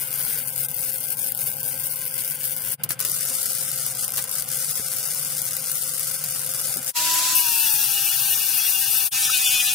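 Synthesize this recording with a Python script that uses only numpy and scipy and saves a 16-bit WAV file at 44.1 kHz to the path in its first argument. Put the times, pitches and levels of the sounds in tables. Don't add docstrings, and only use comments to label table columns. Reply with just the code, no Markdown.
import sys
import numpy as np
from scipy import signal
from scipy.fft import rfft, irfft
from scipy.io import wavfile
from scipy.ndimage import uniform_filter1d, minimum_filter1d

SR = 44100
rng = np.random.default_rng(int(sys.argv[2]) if len(sys.argv) > 2 else 0)


def magnitude_from_level(level_db):
    exponent = np.asarray(level_db, float) / 20
    return 10 ** exponent


def wrap_up_sound(samples):
    columns = np.atleast_2d(samples).T
    tamed = np.clip(columns, -1, 1)
    steps = np.round(tamed * 32767).astype(np.int16)
    wavfile.write(sys.argv[1], SR, steps)


N = 429534


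def rms_one(x):
    return x / np.sqrt(np.mean(x ** 2) + 1e-20)


def in_time(rows):
    s, *columns = np.transpose(np.vstack(rows))
    return [np.interp(np.arange(N) / SR, s, column) for column in columns]


def peaks(rows):
    s = np.arange(N) / SR
    return sum(height * np.clip(1 - np.abs(s - at) / half_s, 0, 1) for at, height, half_s in rows)


def between(start, end, edge_s=0.0091):
    s = np.arange(N) / SR
    return np.clip(np.minimum(s - start, end - s) / edge_s + 0.5, 0, 1)


def drift(rate):
    low_pass = signal.butter(2, rate, fs=SR, output="sos")
    return rms_one(signal.sosfilt(low_pass, rng.standard_normal(N)))


def evened(x, span_s):
    return x / np.sqrt(uniform_filter1d(np.mean(x ** 2, axis=0), int(span_s * SR)) + 1e-12)


def colour(x, points, gain=magnitude_from_level):
    hz = np.maximum(np.fft.rfftfreq(x.shape[-1], 1 / SR), 1)
    points_hz, values = np.array(points)[:, 0], np.array(points)[:, 1]
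    curve = np.interp(np.log(hz), np.log(points_hz), values)
    return irfft(rfft(x) * gain(curve), x.shape[-1])


def resonance(x, hz, width_hz):
    r = np.exp(-np.pi * width_hz / SR)
    top = np.array([1, 0, -1]) * (1 - r * r) / 2
    return signal.lfilter(top, [1, -2 * r * np.cos(2 * np.pi * hz / SR), r * r], x)


# pitch_hz, likeness (0-1)
EAR_LIKENESS = [(60, 0.14), (130, 1), (290, 0.34), (640, 0.43), (1410, 0.21), (3100, 0.41), (6820, 0.21),
                (15000, 0.12)]


def stereo_noise():
    mid, side = rng.standard_normal((2, N))
    mid = colour(mid, EAR_LIKENESS, lambda c: np.sqrt(1 + np.clip(c, 0, 1)))
    side = colour(side, EAR_LIKENESS, lambda c: np.sqrt(1 - np.clip(c, 0, 1)))
    return rms_one(np.array([mid + side, mid - side]))


def garage(clicks, right_db, near_db, far_db):
    lag = np.round(2.5 * drift(6)).astype(int)
    lagged = clicks[np.clip(np.arange(N) + lag, 0, N - 1)]
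    out = np.array([clicks, magnitude_from_level(right_db) * lagged])
    for level_db, t60_s in [(near_db, 0.025), (far_db, 0.2)]:
        energy = signal.lfilter([1], [1, -magnitude_from_level(-120 / (t60_s * SR))], clicks ** 2 + 1e-18)
        out += magnitude_from_level(level_db) * np.sqrt(energy) * stereo_noise()
    return out


GRINDER_STARTS = [
    6.929,
    7.346,
    9.103,
    9.8,
]
# hum_db, air_db
FAN_LEVELS = [
    (-50.5, -50),
    (-59.5, -49),
]
# pitch_hz, level_db (per Hz)
FAN_AIR_COLOUR = [(18, -65), (30, -46), (134, 5.5), (156, -8.5), (194, -10), (245, -2), (355, -21),
                  (513, -2), (590, -6.5), (803, -3.5), (909, -6), (1030, -8), (1200, -54), (1560, -59),
                  (2640, -120)]
# pitch_hz, level_db (rms)
BLADE_TONES = [(478.5, -61.5), (524.3, -54.5), (1048.6, -60.5), (1573, -58.5), (2097.5, -61.5)]
# middle_s, level_db, half_length_s
HUM_SWELL = [
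    (2.84, 6, 0.54),
]


def fan():
    s = np.arange(N) / SR
    welding = between(-1, GRINDER_STARTS[0], edge_s=0.06)
    hum_db, air_db = [
        welding * weld_db + (1 - welding) * grind_db + 1.5 * drift(1.0)
        for weld_db, grind_db in zip(*FAN_LEVELS)]
    boom = resonance(stereo_noise(), 144.3, width_hz=19.0)
    boom = rms_one(resonance(boom, 111, width_hz=105))
    air = rms_one(colour(stereo_noise(), FAN_AIR_COLOUR + [(1600, -70)]))
    tones = np.zeros(N)
    for hz, db in BLADE_TONES:
        level = magnitude_from_level(db + 1.5 + 2.5 * drift(25))
        tones += level * np.sin(2 * np.pi * hz * s + 0.5 * drift(1.36))
    out = magnitude_from_level(hum_db + peaks(HUM_SWELL)) * boom + magnitude_from_level(air_db - 0.5) * air
    return out + tones * between(-1, GRINDER_STARTS[0])


# start_s, level_db (peak), pitch_hz, t60_s
KNOCKS = [
    (2.84, -40.5, 145, 0.16),
    (2.906, -40, 320, 0.06),
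    (3.09, -43, 135, 0.056),
    (3.301, -42, 244.2, 0.055),
    (4.797, -36.5, 143, 0.053),
    (6.758, -38.5, 176, 0.19),
    (6.79, -40, 201, 0.07),
    (7.327, -42, 345, 0.044),
]


def thumps():
    out = np.zeros(N)
    s = np.arange(int(0.3 * SR)) / SR
    for start, peak_db, hz, t60_s in KNOCKS:
        rattle = resonance(rng.standard_normal(len(s)), 270, width_hz=350) * 13.6
        knock = np.sin(2 * np.pi * hz * s) + 0.5 * rattle
        onset = 1 - np.exp(-s / 0.00028)
        out[int(start * SR):][:len(s)] += magnitude_from_level(peak_db - 60 * s / t60_s) * knock * onset
    return out


# start_s, level_db (peak)
WIRE_TOUCHES = [(2.9061, -9.5), (3.003, -18), (3.05, -15), (4.172, -25), (4.1764, -23.5), (4.1808, -19),
                (4.1847, -21), (4.189, -19), (4.1928, -22), (4.2, -25), (5.5673, -20)]


def strikes():
    out = np.zeros((2, N))
    s = np.arange(int(0.08 * SR)) / SR
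    for start, peak_db in WIRE_TOUCHES:
        burst = 0.36 * rng.standard_normal((2, len(s))) * magnitude_from_level(-60 * s / 0.045)
        burst[:, 8:10] = [8, -5]
        out[:, int(start * SR):][:, :len(s)] += magnitude_from_level(peak_db) * burst
    return colour(out, [(300, 0.5), (1200, 4.3), (5000, 1.8), (8000, 1.7), (15000, 1.1)])


# start_s, end_s, crackle_db, body_db, low_body_db
ARC_BURNS = [
    (-0.5, 0.42, -27.5, -37, -43),
    (0.42, 2.0, -27.5, -37, -47.5),
    (2.0, 2.738, -27.5, -36, -44.5),
    (2.835, 2.84, -36, -41, -41),
    (2.89, 2.93, -38, -33.5, -40),
    (2.991, 3.04, -37, -31.5, -38.5),
    (3.048, 6.92, -30.5, -30.5, -44.5),
]
# deepest_s, level_db, half_length_s
ARC_FALTERS = [(0.088, -5, 0.096), (0.18, 0, 0.064), (0.448, -5, 0.078), (0.532, -5, 0.054),
               (0.677, -8, 0.012), (0.712, -6.5, 0.088), (1.0, -3.5, 0.14), (1.072, 0, 0.036),
               (1.155, -7.5, 0.029), (1.335, -10, 0.045), (1.375, -5.5, 0.023), (1.576, -7.5, 0.093),
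               (1.768, -4, 0.099), (2.008, -4.5, 0.18), (2.128, -3.5, 0.062), (2.27, -2.5, 0.1),
               (2.384, -8, 0.065), (2.59, -4.5, 0.13), (3.72, -2, 0.2), (3.944, -6.5, 0.059),
               (4.108, -8.5, 0.063), (4.268, -7.5, 0.096), (4.456, -9.5, 0.065), (4.872, -2.5, 0.2),
               (5.12, 0.5, 0.084), (5.3, -2, 0.41), (5.6, -3.5, 0.14), (5.924, -2.5, 0.22),
               (6.212, -4.5, 0.12), (6.452, -3, 0.2), (6.812, -7, 0.076)]


def burning():
    s = np.arange(N) / SR
    out = np.array([-59, -61, -48])[:, None] * np.ones(N)
    lights_s, dies_db_per_s = 0.003, 750
    for start, end, *levels_db in ARC_BURNS:
        loss_db = 40 * np.clip((start - s) / lights_s, 0, None)
        loss_db += dies_db_per_s * np.clip(s - end, 0, None)
        out = np.maximum(out, np.array(levels_db)[:, None] - loss_db)
    falter_share = np.array([[1], [0.96], [0.29]])
    return out + falter_share * peaks(ARC_FALTERS)


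def arc_sizzle():
    ripple_hz, shorts_per_s = 240, 1100
    ripple = 1 + 0.56 * np.cos(2 * np.pi * ripple_hz * np.arange(N) / SR + 1.2 * drift(4))
    rate_db = 1.7 * peaks(ARC_FALTERS) + 1.6 * drift(35)
    born = rng.random(N) < shorts_per_s * ripple ** 2 * magnitude_from_level(rate_db) / SR
    sizes = magnitude_from_level(4.2 * np.minimum(rng.exponential(1, N), 2.8)) * rng.choice([-1, 1], N)
    snaps = garage(born * sizes, right_db=-9, near_db=-28, far_db=-35)
    sizzle = evened(rms_one(snaps) + magnitude_from_level(-13.5) * stereo_noise(), span_s=0.081)
    return sizzle * between(-1, GRINDER_STARTS[0])


def floor_echo(x):
    lag = round(SR / 870.0)
    return x - 0.35 * np.pad(x, ((0, 0), (lag, 0)))[:, :N]


# start_s, level_db, t60_s
FIRST_SPIT = (2.835, -22, 0.037)


def spatter(s, peak_db, crackle_db):
    usual_crackle_db = ARC_BURNS[0][2]
    small_pops = rng.random(N) < 3 / SR
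    clicks = small_pops * magnitude_from_level(-17 + 16.0 + crackle_db - usual_crackle_db)
    clicks *= between(-1, GRINDER_STARTS[0])
    burst_s, smear_s = 0.001, 0.0025
    clicks[((s + burst_s) * SR).astype(int)] = magnitude_from_level(np.minimum(peak_db, -3) + 8.0)
    out = garage(clicks, right_db=-7, near_db=-28, far_db=-46)
    half_smear = int(smear_s * SR / 2)
    blur = uniform_filter1d(uniform_filter1d(clicks ** 2, half_smear), half_smear)
    out += magnitude_from_level([[-2.5], [-11.5]]) * np.sqrt(np.maximum(blur, 0)) * stereo_noise()
    spit_s, spit_db, t60_s = FIRST_SPIT
    since = np.arange(N) / SR - spit_s
    fading_db = -60 * np.clip(since - 0.004, 0, 1) / t60_s
    return out + (since > 0) * magnitude_from_level(spit_db + 6 + fading_db) * stereo_noise()


def droplet_hush(s):
    span = int(0.007 * SR)
    bridged = np.zeros(N)
    bridged[(s * SR).astype(int) - span // 2 - 20] = span
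    return magnitude_from_level(-3 * np.clip(uniform_filter1d(bridged, span), 0, 1))


# start_s, level_db (peak)
POPS_FIRST_WELD = [(0.1393, -9), (0.177, -15), (0.1855, -14), (0.2638, -12), (0.4733, -12), (0.5402, -18),
                   (0.5604, -11), (0.6846, -9), (0.714, -10.5), (0.7434, -9), (0.7662, -11), (0.8066, -18),
                   (0.8155, -15), (0.9163, -15), (0.9393, -10.5), (0.9825, -9.5), (1.0311, -10),
                   (1.0824, -13), (1.1029, -6), (1.171, -13.5), (1.1823, -13), (1.1897, -14), (1.3201, -3),
                   (1.3485, -9.5), (1.3745, -8), (1.3902, -7), (1.4398, -8), (1.516, -14), (1.5249, -11.5),
                   (1.5678, -11), (1.6043, -26), (1.6043, -12), (1.6303, -8), (1.6611, -8), (1.7784, -16),
                   (1.7883, -15), (1.8347, -14.5), (1.9584, -13), (2.0532, -10), (2.14, -14), (2.154, -13),
                   (2.1794, -12), (2.2373, -13.5), (2.277, -7), (2.31, -10.5), (2.5646, -9), (2.6359, -21),
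                   (2.6589, -18.5)]
# start_s, level_db (peak)
POPS_STUTTER = [(2.8353, -12), (2.8906, -9), (2.893, -9), (2.918, -6), (2.9929, -11), (3.0025, 2),
                (3.01, -5), (3.024, -14), (3.041, -17), (3.0493, -3), (3.078, -15), (3.081, -15),
                (3.0967, -4), (3.113, -10), (3.1161, -8)]
# start_s, level_db (peak)
POPS_SECOND_WELD = [(3.1163, -8), (3.1637, -17), (3.1867, -11), (3.252, -7), (3.4296, -6), (3.4559, -6),
                    (3.5323, -10), (3.5494, -8), (3.5836, -9), (3.7155, -10), (3.7589, -11), (3.776, -11),
                    (3.8322, -15), (3.8636, -7), (3.951, -16), (3.9709, -13), (4.0795, -8), (4.1041, -9),
                    (4.1201, -8), (4.137, -13), (4.1565, -13), (4.1723, -5.5), (4.179, -13), (4.24, -10),
                    (4.2742, -20), (4.2926, -12.5), (4.3131, -8), (4.3535, -10.5), (4.4222, -5),
                    (4.4413, -16), (4.4588, -16), (4.4877, -10), (4.5162, -12), (4.571, -11), (4.7401, -13),
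                    (4.7545, -7), (4.917, -7), (4.964, -9), (4.9841, -13),
                    (4.9844, -11.5), (5.0288, -14), (5.0536, -11.5), (5.0742, -9), (5.1425, -16),
                 (5.147, -8.5), (5.195, -10), (5.2478, -9), (5.3001, -14), (5.38, -8), (5.4174, -4),
                 (5.452, -15), (5.4643, -12), (5.508, -12), (5.5321, -10.5), (5.567, -6), (5.6214, -16.5),
                 (5.6597, -12), (5.7157, -3), (5.7545, -8), (5.822, -9), (5.9367, -10), (5.9946, -7),
                 (6.031, -6), (6.0689, -14), (6.1118, -10), (6.239, -4), (6.3083, -8), (6.3937, -14),
                 (6.416, -10), (6.463, -12), (6.4913, -10), (6.5368, -11), (6.6132, -10), (6.6695, -17),
                 (6.7698, -6), (6.8277, -15), (6.8456, -13), (6.8624, -10.5)]
# pitch_hz, level_db (per Hz)
CRACKLE_COLOUR = [(4470, -16), (7600, -30), (8320, -8.5), (10100, 2.5), (15500, 5.5), (15900, -12)]
BODY_COLOUR = [(2000, -113), (3400, -6), (4020, -5.5), (4230, -1.5), (4530, -0.5), (4930, 4), (7670, 5),
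               (8400, 9.5), (10900, 3.5), (18500, -120)]
LOW_BODY_COLOUR = [(530, -14), (900, -12.5), (1390, 2.5), (1590, 3), (1780, 0.5), (2140, -3), (2730, 2),
                   (3170, -5), (3530, -1.5), (3800, -16), (4940, -9), (8360, -120)]
# middle_s, level_db, half_length_s
HAND_SHADE = [
    (1.1, -1, 0.82),
]
# middle_s, fade_out_s, fade_in_s, level_db (at the bottom)
SCENE_CHANGES = [
    (2.769, 0.029, 0.036, -28),
    (6.934, 0.037, 0.033, -35),
    (9.103, 0.031, 0.027, -33),
]


def arc():
    crackle_db, body_db, low_db = burning()
    sizzle = arc_sizzle()
    out = magnitude_from_level(crackle_db - 0.5) * rms_one(colour(sizzle, CRACKLE_COLOUR))
    out += magnitude_from_level(body_db) * rms_one(colour(sizzle + 0.64 * stereo_noise(), BODY_COLOUR))
    out += magnitude_from_level(low_db) * rms_one(floor_echo(colour(sizzle + 1.0 * stereo_noise(), LOW_BODY_COLOUR)))
    pops = POPS_FIRST_WELD + POPS_STUTTER + POPS_SECOND_WELD
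    s, peak_db = np.transpose(pops)
    spitting = spatter(s, peak_db, crackle_db)
    out *= droplet_hush(s)
    bright = [(1000, -55.5), (2500, -18), (4000, -9.0), (7400, -7.5)] + CRACKLE_COLOUR[2:]
    droplets = colour(spitting, bright)
    middle = colour(spitting, [(2500, -40), (4300, -6), (7500, 0), (8500, -30)])
    droplets += magnitude_from_level(-12.5) * between(SCENE_CHANGES[0][0], GRINDER_STARTS[0]) * middle
    shade = magnitude_from_level(np.outer([0, 1], peaks(HAND_SHADE)))
    return (out * between(-1, GRINDER_STARTS[0]) + droplets) * shade


GEAR = 3.09
# cycles_per_wheel_turn, level_db (re whine)
ROTOR_TONES = [
    (1, -20),
    (2, -24),
    (3.09, 0),
    (6.18, -17),
]


def motor_whine(whine_hz):
    s = np.arange(N) / SR
    turn = 2 * np.pi * np.cumsum(uniform_filter1d(whine_hz, size=5000) / GEAR) / SR
    jitter = 0.03 + 0.12 * (s > GRINDER_STARTS[1])
    out = np.zeros(N)
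    for order, db in ROTOR_TONES:
        level = magnitude_from_level(db + 1.5 * order ** -0.5 * drift(8))
        out += level * np.sin(order * (turn + jitter * drift(15)) + order)
    return out


# start_s, pitch_hz, level_db
FAN_WHISTLE = [
    (6.95, 12550, -37),
    (7.05, 11900, -39),
    (7.1, 11650, -37),
    (7.2, 11150, -34),
    (7.3, 10900, -35),
    (7.33, 10880, -70),
]


def fan_whistle():
    whistle_hz, whistle_db = in_time(FAN_WHISTLE)
    phase = 2 * np.pi * np.cumsum(whistle_hz + 40 * drift(60)) / SR
    flutter = magnitude_from_level(3 * np.array([drift(25), drift(25)]))
    return magnitude_from_level(whistle_db) * np.sin(phase) * flutter


# start_s, pitch_hz, level_db
WHEEL_SKID = [
    (9.28, 1230, -70),
    (9.295, 1260, -41),
    (9.32, 1540, -39),
    (9.335, 1560, -42),
    (9.35, 1450, -70),
]
# start_s, pitch_hz, level_db
TUBE_CHIRP = [
    (7.655, 3440, -70),
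    (7.67, 3430, -36),
    (7.69, 3390, -36),
    (7.71, 3380, -70),
]


def skid_and_chirp():
    out = np.zeros(N)
    for hz, db in map(in_time, [WHEEL_SKID, TUBE_CHIRP]):
        out += magnitude_from_level(db + 6.5 * drift(60)) * np.sin(2 * np.pi * np.cumsum(hz) / SR)
    return out


# start_s, pitch_hz
WHEEL_BEAT = [
    [(7.36, 326.2), (7.454, 310), (7.81, 272.7), (7.972, 262.3), (8.734, 254.4), (8.816, 263.3),
     (8.858, 259), (9.016, 258.5), (9.08, 264)],
    [(9.13, 257.1), (9.182, 260.1), (9.244, 252.5), (9.31, 256.1), (9.356, 251.2), (9.442, 253),
     (9.494, 247), (9.522, 250.7), (9.74, 250.4)],
]


def wheel_beats(whine_hz):
    s = np.arange(N) / SR
    beat_hz = np.where(s < GRINDER_STARTS[1], whine_hz / GEAR, in_time(WHEEL_BEAT)[0])
    return np.cumsum(beat_hz * (1 + 0.007 * drift(12))) / SR + 0.004 * drift(60)


# start_s, end_s, overtone (cycles per turn), level_db
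TUBE_SQUEALS = [
    (7.375, 7.645, 9, -38),
    (7.66, 7.88, 10, -40),
]


def squeals(beats, ring_gain_db):
    out = np.zeros(N)
    for start, end, turns, db in TUBE_SQUEALS:
        level = magnitude_from_level(db + ring_gain_db + 2.7 * drift(20))
        out += between(start, end, edge_s=0.02) * level * np.sin(2 * np.pi * turns * beats)
    return out


def overtones(beats):
    swell, slip = drift(13.7), drift(9.7)
    out = np.zeros((2, N))
    for k in range(5, 31):
        level = magnitude_from_level(4 * np.roll(swell, 15000 * k))
        tone = level * np.cos(2 * np.pi * k * beats + 0.7 * np.roll(slip, 13000 * k))
        balance_db = np.roll(swell, 9000 * k)[::4410].repeat(4410)[:N]
        out += tone * magnitude_from_level(np.outer([1, -1], balance_db))
    return rms_one(out)


def wheel_knocks(beats):
    knocks = np.maximum(np.diff(np.floor(beats), prepend=0), 0) * magnitude_from_level(2.0 * drift(27))
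    return rms_one(garage(knocks, right_db=3.0, near_db=-34, far_db=-62))


def grit_grains(beats):
    born = rng.random(N) < 5000 / SR
    sizes = magnitude_from_level(5.3 * np.minimum(rng.exponential(1, N), 4)) * rng.choice([-1, 1], N)
    grains = born * sizes * (1 + 0.18 * np.cos(2 * np.pi * beats))
    return rms_one(garage(grains, right_db=-7, near_db=-46, far_db=-25))


def tube_ring(strike, modes):
    out = np.zeros((2, N))
    for k, (hz, width_hz, db) in enumerate(modes):
        ringing = resonance(resonance(strike, hz, 1.12 * width_hz), hz, 1.12 * width_hz)
        out += (-1) ** k * magnitude_from_level(db + 2.1 * drift(16.4)) * ringing
    return out


# start_s, pitch_hz (whine), level_db
MOTOR_SPEED = [
    (6.95, 965, -36.5),
    (7.166, 992, -35.5),
    (7.39, 1012, -41.5),
    (7.42, 968.3, -42),
    (7.9, 814, -52),
    (8.45, 808, -54.5),
    (8.604, 787, -55),
    (8.968, 801, -52.5),
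    (9.462, 778, -52.5),
    (9.74, 771.6, -51),
]
# pitch_hz, level_db (per Hz)
AIR_COLOURS = [[(200, -19), (450, -23), (700, -9.0), (1100, -14.0), (1300, -4.5), (2150, -7.0),
               (2700, -6.0), (4500, 0.0), (8000, 0.0), (9500, -10.5)]] + 2 * [ [(200, -17.0), (400, -24.5),
               (800, -18.0), (1100, -14.5), (1600, -10.0), (2150, -15), (2500, -4.5), (3100, -5.5),
               (3700, -6.5), (6000, -3.0), (7500, -8.0), (9000, -6.5)]]
# pitch_hz, level_db (per Hz)
GRIT_COLOURS = [
    [(4470, -31), (7600, -5), (10100, 0.5), (11300, 1), (12800, -1), (15500, -4), (15900, -6)],
    [(4470, -61), (7600, 1), (8300, 11), (9390, 12), (14400, 13), (15500, 12.5), (15900, -5)],
    [(4470, -38), (7600, 0), (7950, -1.5), (9480, 6), (10100, 2), (15500, -2), (15900, -8)],
]
# pitch_hz, width_hz, level_db
TUBE_MODES = [
    [(2690, 400, 3), (3550, 140, -2)],
    [(1635, 610, -13.5), (2700, 220, 5.5), (2863, 180, 1.5), (3440, 480, 0.5), (4430, 260, -25),
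     (5510, 750, 2.5)],
    [(1600, 310, -15), (2520, 165, 5), (2795, 110, -6), (3020, 360, 1), (3490, 310, 0.5), (4420, 870, -3),
     (5650, 83, 4), (6900, 250, -0.5), (9150, 320, -22)],
]
# grit_db, ring_db, air_db
RESTING_LEVELS = [
    (-24, -37, -27),
    (-23.5, -35.5, -27),
    (-24, -32.5, -25.5),
]
# middle_s, level_db (ring), half_length_s, grit_share
WHEEL_PUSHES = [(7.372, 5.5, 0.057, 1.3), (7.47, 4, 0.04, 0.4), (7.66, 3, 0.17, 0.9),
                (7.819, 5.5, 0.042, .8), (8.15, 3.5, 0.13, 0.5), (8.333, 5, 0.039, 0.35),
                (8.656, 5.5, 0.18, 0.31), (8.853, 4.5, 0.063, 0), (8.97, 5, 0.061, 0.8),
                (9.168, 2, 0.097, 0), (9.247, 3.5, 0.047, 0.3), (9.354, 9, 0.071, 0.28),
                (9.474, 12, 0.077, 0.37), (9.556, 12, 0.04, 0.2), (9.606, 10.5, 0.023, 0.34),
                (9.69, 7, 0.096, 0.38)]


def grinder():
    whine_hz, whine_db = in_time(MOTOR_SPEED)
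    ring_gain_db = peaks([row[:3] for row in WHEEL_PUSHES])
    grit_gain_db = peaks([(at, db * share, half_s) for at, db, half_s, share in WHEEL_PUSHES])
    grit_gain_db *= between(GRINDER_STARTS[1], GRINDER_STARTS[-1])
    slowing_db = 6.5 * np.log2(whine_hz / whine_hz.max())
    beats = wheel_beats(whine_hz)
    out = magnitude_from_level(whine_db + 5) * motor_whine(whine_hz) + fan_whistle()
    out += skid_and_chirp() + squeals(beats, ring_gain_db)
    knocks, singing, grains = wheel_knocks(beats), overtones(beats), grit_grains(beats)
    loads = [0.05, 1.3, 2.4]
    stages = zip(GRINDER_STARTS, GRINDER_STARTS[1:], AIR_COLOURS, GRIT_COLOURS, TUBE_MODES,
                 loads, RESTING_LEVELS)
    for start, end, air, grit, modes, load, (grit_db, ring_db, air_db) in stages:
        ring = rms_one(tube_ring(load * singing + stereo_noise(), modes))
        gritty = grains + 0.074 * load * magnitude_from_level(ring_gain_db / 2) * knocks
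        hiss = rms_one(colour(gritty, grit) * magnitude_from_level(1.1 * drift(28)))
        rush = rms_one(colour(stereo_noise() + 0.17 * load * singing, air))
        stage = magnitude_from_level(grit_db + grit_gain_db) * hiss
        stage += magnitude_from_level(ring_db + ring_gain_db) * ring
        stage += magnitude_from_level(air_db + slowing_db + 4.0) * rush
        out += between(start, end) * stage
    return colour(out * between(GRINDER_STARTS[0], GRINDER_STARTS[-1]), [(110, -30), (230, 0)])


def hollowed(x, nulls):
    hz = np.fft.rfftfreq(N, 1 / SR)
    dips_db = sum(db * np.exp(-(2 * (hz - at_hz) / width_hz) ** 2) for at_hz, width_hz, db in nulls)
    return irfft(rfft(x) * magnitude_from_level(dips_db), N)


# pitch_hz, level_db
LEFT_OVER_RIGHT = [
    [(500, 1), (4000, 0), (7600, 1.5), (8300, 5.5), (12000, 2.5), (15500, 4)],
    [(500, 2), (4000, -1), (7600, -2.5), (8300, 0.5), (11000, 7), (15500, 0)],
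    [(500, 3), (4000, 1.5), (7600, 0), (9000, 1), (12000, 4), (15500, 3)],
    [(500, 4), (4000, 3.5), (7600, 0), (9000, 4.5), (12000, 7), (15500, 11)],
    [(500, 3), (4000, 6), (7600, -0.5), (9000, 1.5), (12000, 5), (15500, 2)],
]
# pitch_hz, width_hz, level_db (depth)
WALL_NULLS = [
    [(692, 78, -8), (944, 54, -4), (1177, 150, -8.5), (1348, 100, -8), (1870, 93, -8), (3900, 300, -1.5)],
    [(320, 120, -0.5), (892, 78, -4), (1880, 66, -0.5), (2250, 48, -4)],
    [(460, 110, -9), (730, 91, -7.5)],
    [(225, 49, -11), (434, 120, -4.5), (610, 174, -9), (2200, 120, -2), (2445, 83, -5), (3095, 290, -6.5),
     (3900, 150, -3.5)],
    [(218, 44, -2), (420, 170, -5), (630, 164, -17), (2140, 190, -2), (3220, 110, -3), (3700, 99, -3)],
]


def scene():
    sound = fan() + thumps() + strikes() + arc() + grinder()
    out = np.zeros((2, N))
    starts = [-1, SCENE_CHANGES[0][0]] + GRINDER_STARTS
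    for start, end, facing, nulls in zip(starts, starts[1:], LEFT_OVER_RIGHT, WALL_NULLS):
        left = colour(sound[0], facing, lambda db: 2 / (1 + magnitude_from_level(-db)))
        right = colour(sound[1], facing, lambda db: 2 / (1 + magnitude_from_level(db)))
        out += between(start, end) * hollowed(np.array([left, right]), nulls)
    return out


def drop_weak_bands(x):
    hz, _, cells = signal.stft(x, SR, nperseg=2048)
    lines = np.sum(np.abs(cells) ** 2, axis=0) + 1e-16
    power = uniform_filter1d(uniform_filter1d(lines, size=7, axis=0), size=2, axis=1)
    around = np.exp(uniform_filter1d(np.log(power), size=61, axis=0))
    treble = power[(hz > 9000) & (hz < 15000)].mean(axis=0)
    masked = np.clip(treble / around, 1, 30) ** 0.2
    luck = magnitude_from_level(5.5 * rng.standard_normal(power.shape))
    row, column = np.arange(len(hz)), np.arange(power.shape[1])
    block_row = np.where(hz < 2500, row // 6 * 6 + 3, row // 11 * 11 + 5)
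    block = np.ix_(np.minimum(block_row, len(hz) - 1), column // 2 * 2)
    gain = np.clip((power * luck / around / masked / 0.36)[block] ** 8, 0.01, 1)
    bass = hz < 900
    bass_lines = uniform_filter1d(lines, size=3, axis=0)
    gain[bass] = np.clip((bass_lines / around / 0.5) ** 2, 0.1, 1)[bass]
    gain *= 1.15 * np.clip((lines / power / 0.85) ** 3, 0.03, 1)
    fast_db = 10 * np.log10(uniform_filter1d(np.diff(x[0], prepend=0) ** 2, size=200) + 1e-12)
    loudest_db = -minimum_filter1d(-fast_db, size=1800)
    jump_db = loudest_db - minimum_filter1d(fast_db, size=1800)
    gain[:, jump_db[np.minimum(column * 1024, N - 1)] > 24] = 0.75
    gain[(hz < 250) | (hz > 8000)] = 1
    gain[hz < 60] = np.array([[0], [0.1], [0.6]])
    return signal.istft(cells * gain, SR, nperseg=2048)[1][:, :N]


def roll_off(x):
    return signal.sosfilt(signal.butter(12, 17020, fs=SR, output="sos"), x)


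def record(dry):
    s = np.arange(N) / SR
    for at, out_s, in_s, depth_db in SCENE_CHANGES:
        away = np.clip(np.where(s < at, (at - s) / out_s, (s - at) / in_s), 0, 1)
        dry = dry * magnitude_from_level(depth_db * (1 - away) ** 1.33)
    rounded = 0.83 * np.tanh(dry / 0.78)
    top_cut = signal.cheby2(14, 42, 16150, fs=SR, output="sos")
    mix = signal.sosfilt(top_cut, drop_weak_bands(rounded))
    return roll_off(mix)


dry = scene()
out = record(dry)
wrap_up_sound(out)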